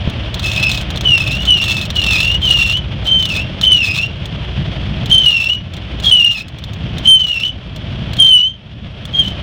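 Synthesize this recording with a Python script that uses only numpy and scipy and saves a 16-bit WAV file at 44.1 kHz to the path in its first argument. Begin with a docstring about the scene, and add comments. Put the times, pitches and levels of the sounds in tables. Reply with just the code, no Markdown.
"""Hauling a line round a winch

A line is hauled hand over hand in the cockpit of a motoring sailboat. On each pull the rope creaks on
the drum and stick-slip makes it squeal, sagging in pitch under load; single slips tick between pulls.
Underneath, water thumps the hull and the inboard engine throbs at low revs in a wash of wind and water.
An automatic gain control sinks under the loud squeals and slowly recovers."""
import sys
import numpy as np
from scipy import signal
from scipy.fft import rfft, irfft, next_fast_len
from scipy.io import wavfile
from scipy.ndimage import uniform_filter1d

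SR = 44100
rng = np.random.default_rng(int(sys.argv[2]) if len(sys.argv) > 2 else 0)


def wrap_up_sound(samples):
    """Save the sound to the file named by the first command line argument, as 16-bit audio."""
    columns = np.atleast_2d(samples).T
    # keep every value between -1 and 1, then stretch to whole-number steps
    tamed = np.clip(columns, -1, 1)
    steps = np.round(tamed * 32767).astype(np.int16)
    wavfile.write(sys.argv[1], SR, steps)


N = 415422
T = np.arange(N) / SR

# Pulls on the rope. load_curve above 1 brings the load on late; fade_db is lost by the pull's end.
# start_s, length_s, first_hz, loaded_hz, load_s, last_hz, load_curve,
# squeal_db, fade_db, shriek_s, shriek_half_width_s, shriek_db, creak_db
PULLS = [(0.44, 0.38, 2613, 2560, 0.32, 2597.0, 0.89, -20, 13.5, 0.21, 0.056, 8, -30.9),
         (1.051, 0.37, 3028, 2599, 0.24, 2952.0, 0.63, -18.5, 5.5, 0.057, 0.079, 10, -35),
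         (1.47, 0.38, 3070, 2660, 0.24, 2561.0, 0.66, -14, 14.5, 0.055, 0.052, 10, -31.5),
         (1.96, 0.39, 2975.0, 2603.0, 0.22, 2915.0, 0.62, -15.5, -0.5, 0.22, 0.07, 3.5, -30.5),
         (2.422, 0.35, 3105.0, 2725, 0.26, 3000.0, 0.59, -11.5, 2.0, 0.095, 0.014, -1.5, -32.5),
         (3.06, 0.35, 3111, 2590, 0.3, 2756.0, 2.2, -17.5, -1.5, 0.096, 0.07, 14, -35.5),
         (3.63, 0.42, 3093, 2480, 0.29, 2782.0, 1.2, -9, 3, 0.071, 0.05, 5.5, -31.0),
         (5.111, 0.43, 3109, 2693, 0.3, 2915.0, 1.15, -5.5, 0.5, 0.044, 0.059, 2.5, -31.5),
         (6.044, 0.365, 3290, 2575, 0.4, 2497.0, 0.68, -12, 7, 0.18, 0.165, 14, -26),
         (7.055, 0.43, 3118, 2770, 0.34, 2979.0, 1.31, -5.5, 2.5, 0.079, 0.049, 11, -31.5),
         (8.196, 0.29, 3173.0, 2942, 0.2, 3130.0, 1.55, 7, 4, 0.029, 0.094, -6, -33.5),
         (9.139, 0.16, 3232, 3050, 0.098, 3041.0, 2.8, -14, 7, 0.059, 0.014, 10.5, -41)]
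def hauling(lead_s=.02, ease_s=.02, lock_s=.004, attack_db_per_s=1449, release_db_per_s=359,
            creak_load_db=6, creak_edge_s=.026, lowest_hz=2555):
    """Load builds and eases in each pull, bending the pitch and shaping the squeal and creak levels."""
    pulls = np.array(PULLS)
    which = np.maximum(np.searchsorted(pulls[:, 0] - lead_s, T) - 1, 0)
    (start_s, length_s, first_hz, loaded_hz, load_s, last_hz, load_curve,
     squeal_db, fade_db, shriek_s, shriek_half_width_s, shriek_db, creak_db) = pulls[which].T
    t = T - start_s
    built = ease(np.clip(t / load_s, 0, 1) ** load_curve)
    eased = ease((t - load_s) / np.maximum(length_s + ease_s - load_s, ease_s))
    jolt_db, jolt_hz = jolts()
    pitch_hz = first_hz + (loaded_hz - first_hz) * built + (last_hz - loaded_hz) * eased + jolt_hz
    swell_db = shriek_db * np.exp(-((t - shriek_s) / shriek_half_width_s) ** 2)
    faded_db = fade_db * np.clip(t / length_s, 0, 1) ** 4
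    edge_db = attack_db_per_s * np.maximum(lock_s - t, 0) + release_db_per_s * np.maximum(t - length_s, 0)
    squeal_db = squeal_db + swell_db - faded_db + jolt_db - edge_db
    # the creak grows with the load and gives way as the tone locks into a shriek
    creak_db = creak_db + creak_load_db * built * (1 - eased) - .35 * swell_db
    moving = np.clip(np.minimum(t, length_s - t) / creak_edge_s + 1, 0, 1)
    return np.maximum(pitch_hz, lowest_hz), squeal_db, creak_db, moving


# Jolts in the squeal: time_s, jump_db, jump_hz
JOLTS = [(1.479, 3, 62.5), (1.62, 2.5, 179), (2.508, 8, 3), (3.251, 11, 0), (3.303, 15.5, -200),
         (3.719, 15.5, 2), (3.82, -5, -100), (5.114, 9, 139), (5.18, 8, 70.5), (5.256, 12, -60),
         (5.497, 9.5, 155), (6.113, 8.5, -260), (6.245, 10, 145), (6.345, -1, -220), (7.075, 8.5, 0.5),
         (7.205, 7, 0), (7.335, -6.5, -120), (7.435, 17, 297), (8.222, 6, -110), (9.192, 1.5, -0.5)]
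def jolts(level_settle_s=.019, pitch_settle_s=.0456):
    """Level and pitch lean one way as the rope binds, snap over as it lets go, and settle."""
    db, hz = np.zeros(N), np.zeros(N)
    for time_s, jump_db, jump_hz in JOLTS:
        t = T - time_s
        db += jump_db / 2 * np.sign(t) * np.exp(-np.abs(t) / level_settle_s)
        hz += jump_hz / 2 * np.sign(t) * np.exp(-np.abs(t) / pitch_settle_s)
    return db, hz


def squeal(pitch_hz, level_db, creak_db, hoarse_db=-13, split_db=-13.5, gain_db=1):
    """Stick-slip locks into a tone; the stronger the creak beside it, the more it stutters and wavers."""
    rough = np.clip((creak_db - level_db + 39) / 23, .06, 1)
    dropout, grip = stutter()
    waver = .008 * rough * grip + .004 * np.sqrt(rough) * drift(45)
    phase = 2 * np.pi * np.cumsum(pitch_hz * (1 + waver)) / SR
    # the tone fades and swells irregularly in strength and phase, the more so the rougher it is
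    beating = .85 * rough
    tone = (1 + beating * flutter(55)) / np.sqrt(1 + beating ** 2) * np.exp(1j * phase)
    # under heavy creak other turns break in briefly, about a semitone above and below
    above, below = np.exp(1.075j * phase), np.exp(.955j * phase)
    tone += from_db(split_db) * rough ** 2 * (flutter(30) * above + .3 * flutter(30) * below)
    tone *= 1 + from_db(hoarse_db) * rough * flutter(200)
    tone *= 1 - np.minimum(2.8 * rough, .75) * dropout
    # the low, heavily loaded part of a pull has a rasping octave; the high part is nearly pure
    octave_db = np.interp(pitch_hz, [2550, 2800, 3100], [-14, -23, -32])
    rasp = .6 + .8 * np.sqrt(rough) * flutter(150)
    octave = from_db(octave_db) * np.abs(tone) * np.exp(2j * phase) * rasp
    envelope = uniform_filter1d(from_db(level_db + gain_db), size=128)
    return np.sqrt(2) * envelope * np.real(tone + octave)


def stutter(per_s=32, catch_s=.0027):
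    """Now and then the rope catches: a brief dropout (0-1), then a new grip, held to the next catch."""
    at = slip_samples(per_s, uneven=.5)
    now = np.arange(N)
    which = np.minimum(np.searchsorted(at, now), len(at) - 1)
    gap_s = np.minimum(np.abs(at[which] - now), np.abs(at[which - 1] - now)) / SR
    grip = rng.standard_normal(2000)[which]
    return np.exp(-(gap_s / catch_s) ** 2), grip


def slip_samples(per_s, uneven):
    """Samples at which the rope lets go, unevenly spaced."""
    gaps = np.exp(uneven * rng.standard_normal(2000))
    at = (np.cumsum(gaps) / per_s * SR).astype(int)
    return at[at < N]


# Bright rasp of rope fibres, for creaks and ticks: frequency_hz, relative_db
ROPE_EQ = [(300, -29.5), (1000, -17.5), (2100, -12.5), (2700, -7), (3400, 1), (4100, -3), (4900, -12),
           (6700, -15), (8000, -23), (9500, -23.5), (12000, -34), (13500, -29), (15200, -24.5)]
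def creak(level_db, slips_per_s=66, spread_db=4, rub_db=-10, t60_s=.038, gain_db=4):
    """The rope creeps in uneven jerks, each a brief burst of snapping fibres, over a steady rub."""
    at = slip_samples(slips_per_s, uneven=.45)
    slips = np.zeros(N)
    slips[at] = from_db(spread_db * np.clip(rng.standard_normal(N)[at], -2, 1.4))
    envelope = rms_one(decay(slips, t60_s)) + from_db(rub_db)
    fibres = rms_one(envelope * rng.standard_normal(N))
    return from_db(level_db + gain_db) * colour(fibres, ROPE_EQ)


# Single slips of the rope: start_s, relative_db
TICKS = [(0.0983, -23), (0.343, -12), (0.395, -13.5), (0.9038, -15.5), (0.959, -16.5), (0.9734, -17),
         (1.0095, -12), (1.1783, -7), (1.2764, -31), (1.4529, -13), (1.8525, -14), (1.9028, -10.5),
         (2.4279, -28), (2.5052, -13), (2.661, -16), (3.0684, -15), (3.2251, -8.5), (3.2543, -6),
         (3.6127, -8), (4.2564, -17), (5.0584, -15), (5.737, -16.5), (5.7664, -19), (6, -17),
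         (6.4826, -15.5), (6.5854, -17), (6.6391, -13), (6.7344, -19.5), (6.9829, -14.5), (7.7614, -16),
         (8.1338, -15.5), (8.167, -16), (9.0528, -13.5)]
def ticks(t60_s=.023, gain_db=-3, snap=2.9):
    """Lone slips as the rope takes up or loses load: one snap, then a short spray of fibres."""
    slips = from_db(gain_db) * clicks(TICKS)
    spray = decay(slips, t60_s) * rng.standard_normal(N)
    return colour(snap * slips + spray, ROPE_EQ)


# Water hitting the hull: start_s, relative_db
THUMPS = [(0.075, -2.5), (0.099, -19), (5.091, -13.5), (8.179, -17), (8.886, -9), (9.19, -22)]
def hull_thumps(pitch_hz=163, t60_s=.028, gain_db=3):
    """Each blow of water rings one heavily damped mode of the hull."""
    radius, angle = from_db(-60 / (t60_s * SR)), 2 * np.pi * pitch_hz / SR
    blows = from_db(gain_db) * clicks(THUMPS) + 1e-18
    return signal.lfilter([0, -np.sin(angle)], [1, -2 * radius * np.cos(angle), radius ** 2], blows)


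def engine_cycle(cycle_hz=14.69, wander=.0029):
    """Phase of the four-stroke cycle, its revs wandering slightly."""
    return 2 * np.pi * np.cumsum(cycle_hz * (1 + wander * drift(1.48))) / SR


# Harmonics of the throb: cycle_multiple, relative_db
ENGINE_ORDERS = [(2, -18.5), (3, -9.5), (4, 2.5), (5, -3), (6, -2), (7, -2), (8, -3), (9, -2.5), (11, -8),
                 (12, -20), (13, -9.5), (14, -12.5), (21, -14.5), (25, -21)]
# Fader for the engine, which is clearest aft: time_s, level_db
ENGINE_FADER = [(0, -23), (2.75, -18), (3.1, -22.5), (5, -22), (9.42, -25.5)]
def engine(cycle, waver=.44):
    """Orders of the four-stroke cycle, carried by the hull; each wavers with the load."""
    throb = np.zeros(N)
    for multiple, db in ENGINE_ORDERS:
        strength = from_db(db) * (1 + waver * drift(8.5))
        throb += strength * np.cos(multiple * cycle + rng.uniform(0, 2 * np.pi))
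    return from_db(in_time(ENGINE_FADER)) * rms_one(throb)


# Swells of the wind: time_s, relative_db
GUSTS = [(0, -26.5), (2.7, -26.5), (3.3, -22), (5, -22.5), (6.4, -22), (6.95, -20.5), (7.3, -24.5),
         (8.1, -20.5), (9.42, -25)]
# Bass-heavy tone of the wind: frequency_hz, relative_db
WIND_EQ = [(8, -40.5), (22, -12.5), (35, -28), (55, -2.5), (110, 1), (180, -3), (260, -12.5), (380, -27.5),
           (900, -59), (5000, -89.5)]
def wind(buffet_db=3):
    """A low rumble that buffets quickly within slower gusts."""
    buffeting = rng.standard_normal(N) * from_db(buffet_db * drift(15))
    return from_db(in_time(GUSTS)) * colour(buffeting, WIND_EQ)


# Midrange rush of the water: frequency_hz, relative_db
WASH_EQ = [(200, 2), (330, 5.5), (480, 2), (630, 6.5), (800, -1), (1100, -3), (2100, -3), (3300, 5),
           (3900, -8), (5500, -18), (7500, -35), (8800, -36.5), (9600, -35.5), (11000, -48.5)]
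def water_wash(cycle, pulse_depth=.046, flicker_db=1.59, gain_db=-28):
    """A steady wash of water that flickers and pulses slightly with the engine's firings."""
    pulsing = 1 + pulse_depth * np.cos(2 * cycle)   # two firings a cycle
    rush = rng.standard_normal(N) * pulsing * from_db(flicker_db * drift(42))
    return from_db(gain_db) * colour(rush, WASH_EQ)


def from_db(db):
    """Decibels to gain."""
    return 10 ** (np.asarray(db) / 20)


def rms_one(x):
    """Scale to unit rms."""
    return x / np.sqrt(np.mean(np.abs(x) ** 2) + 1e-20)


def in_time(rows):
    """Join (time_s, value) points into a curve at every sample."""
    return np.interp(T, *np.transpose(rows))


def ease(share):
    """Smooth step from 0 to 1."""
    return np.sin(np.pi / 2 * np.clip(share, 0, 1)) ** 2


def drift(rate_hz):
    """Smooth random motion of unit rms, mostly slower than rate_hz."""
    size = next_fast_len(N, real=True)
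    hz = np.arange(size // 2 + 1) * SR / size
    spectrum = rfft(rng.standard_normal(size)) / (1 + (hz / rate_hz) ** 2)
    return rms_one(irfft(spectrum, size)[:N])


def flutter(rate_hz):
    """Random motion in both strength and phase, of unit power."""
    return (drift(rate_hz) + 1j * drift(rate_hz)) / np.sqrt(2)


def colour(x, eq, size=8192):
    """Minimum-phase filter with the given EQ curve and unit power gain."""
    hz, level_db = np.transpose(eq)
    grid_hz = np.maximum(np.arange(size // 2 + 1) * SR / size, 1)
    gain = from_db(np.interp(np.log(grid_hz), np.log(hz), level_db))
    cepstrum = irfft(np.log(gain))
    cepstrum[1:size // 2] *= 2
    cepstrum[size // 2 + 1:] = 0
    response = irfft(np.exp(rfft(cepstrum)))
    return signal.fftconvolve(x, response / np.linalg.norm(response))[:N]


def clicks(rows):
    """One click for each (start_s, level_db)."""
    out = np.zeros(N)
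    for start_s, level_db in rows:
        out[round(start_s * SR)] = from_db(level_db)
    return out


def decay(x, t60_s):
    """Give each click an exponential tail."""
    return signal.lfilter([1], [1, -from_db(-60 / (t60_s * SR))], x + 1e-18)


def cockpit(x, t60_s, wet_db):
    """The cockpit adds a short, dense tail of reflections."""
    t = T[:SR // 4]
    tail = rng.standard_normal(len(t)) * from_db(-60 * t / t60_s)
    return x + from_db(wet_db) * signal.fftconvolve(x, tail / np.linalg.norm(tail))[:N]


def scene():
    """The rope sounds a step away, over a bed of wind, water and engine."""
    pitch_hz, squeal_db, creak_db, moving = hauling()
    fibres = cockpit(moving * creak(creak_db) + ticks(), t60_s=.034, wet_db=-1)
    squeals = cockpit(squeal(pitch_hz, squeal_db, creak_db), t60_s=.1, wet_db=-14)
    cycle = engine_cycle()
    bed = wind() + water_wash(cycle) + engine(cycle)
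    return (squeals + fibres + hull_thumps() + bed)[None]


def gain_control(x, threshold_db=-12, strength=1.99, attack_s=.36, release_db_per_s=21):
    """The gain sinks while the sound is over the threshold, then climbs back at a limited rate."""
    level_db = 10 * np.log10(np.maximum(uniform_filter1d(x ** 2, size=1024), 1e-12))
    pole = np.exp(-1 / (attack_s * SR))
    cut_db = signal.lfilter([1 - pole], [1, -pole], strength * np.maximum(level_db - threshold_db, 0))
    held_db = np.maximum.accumulate(cut_db + release_db_per_s * T, axis=-1) - release_db_per_s * T
    return x * from_db(-held_db)


def record(dry, ceiling=.92, knee=6, cutoff_hz=15900):
    """Gain control, a soft clip that rounds off the loudest squeals, then a steep high cut."""
    x = gain_control(dry)
    rounded = x / (1 + np.abs(x / ceiling) ** knee) ** (1 / knee)
    low_pass = signal.ellip(10, .1, 70, cutoff_hz, fs=SR, output="sos")
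    return signal.sosfilt(low_pass, rounded)


dry = scene()
out = record(dry)
wrap_up_sound(out)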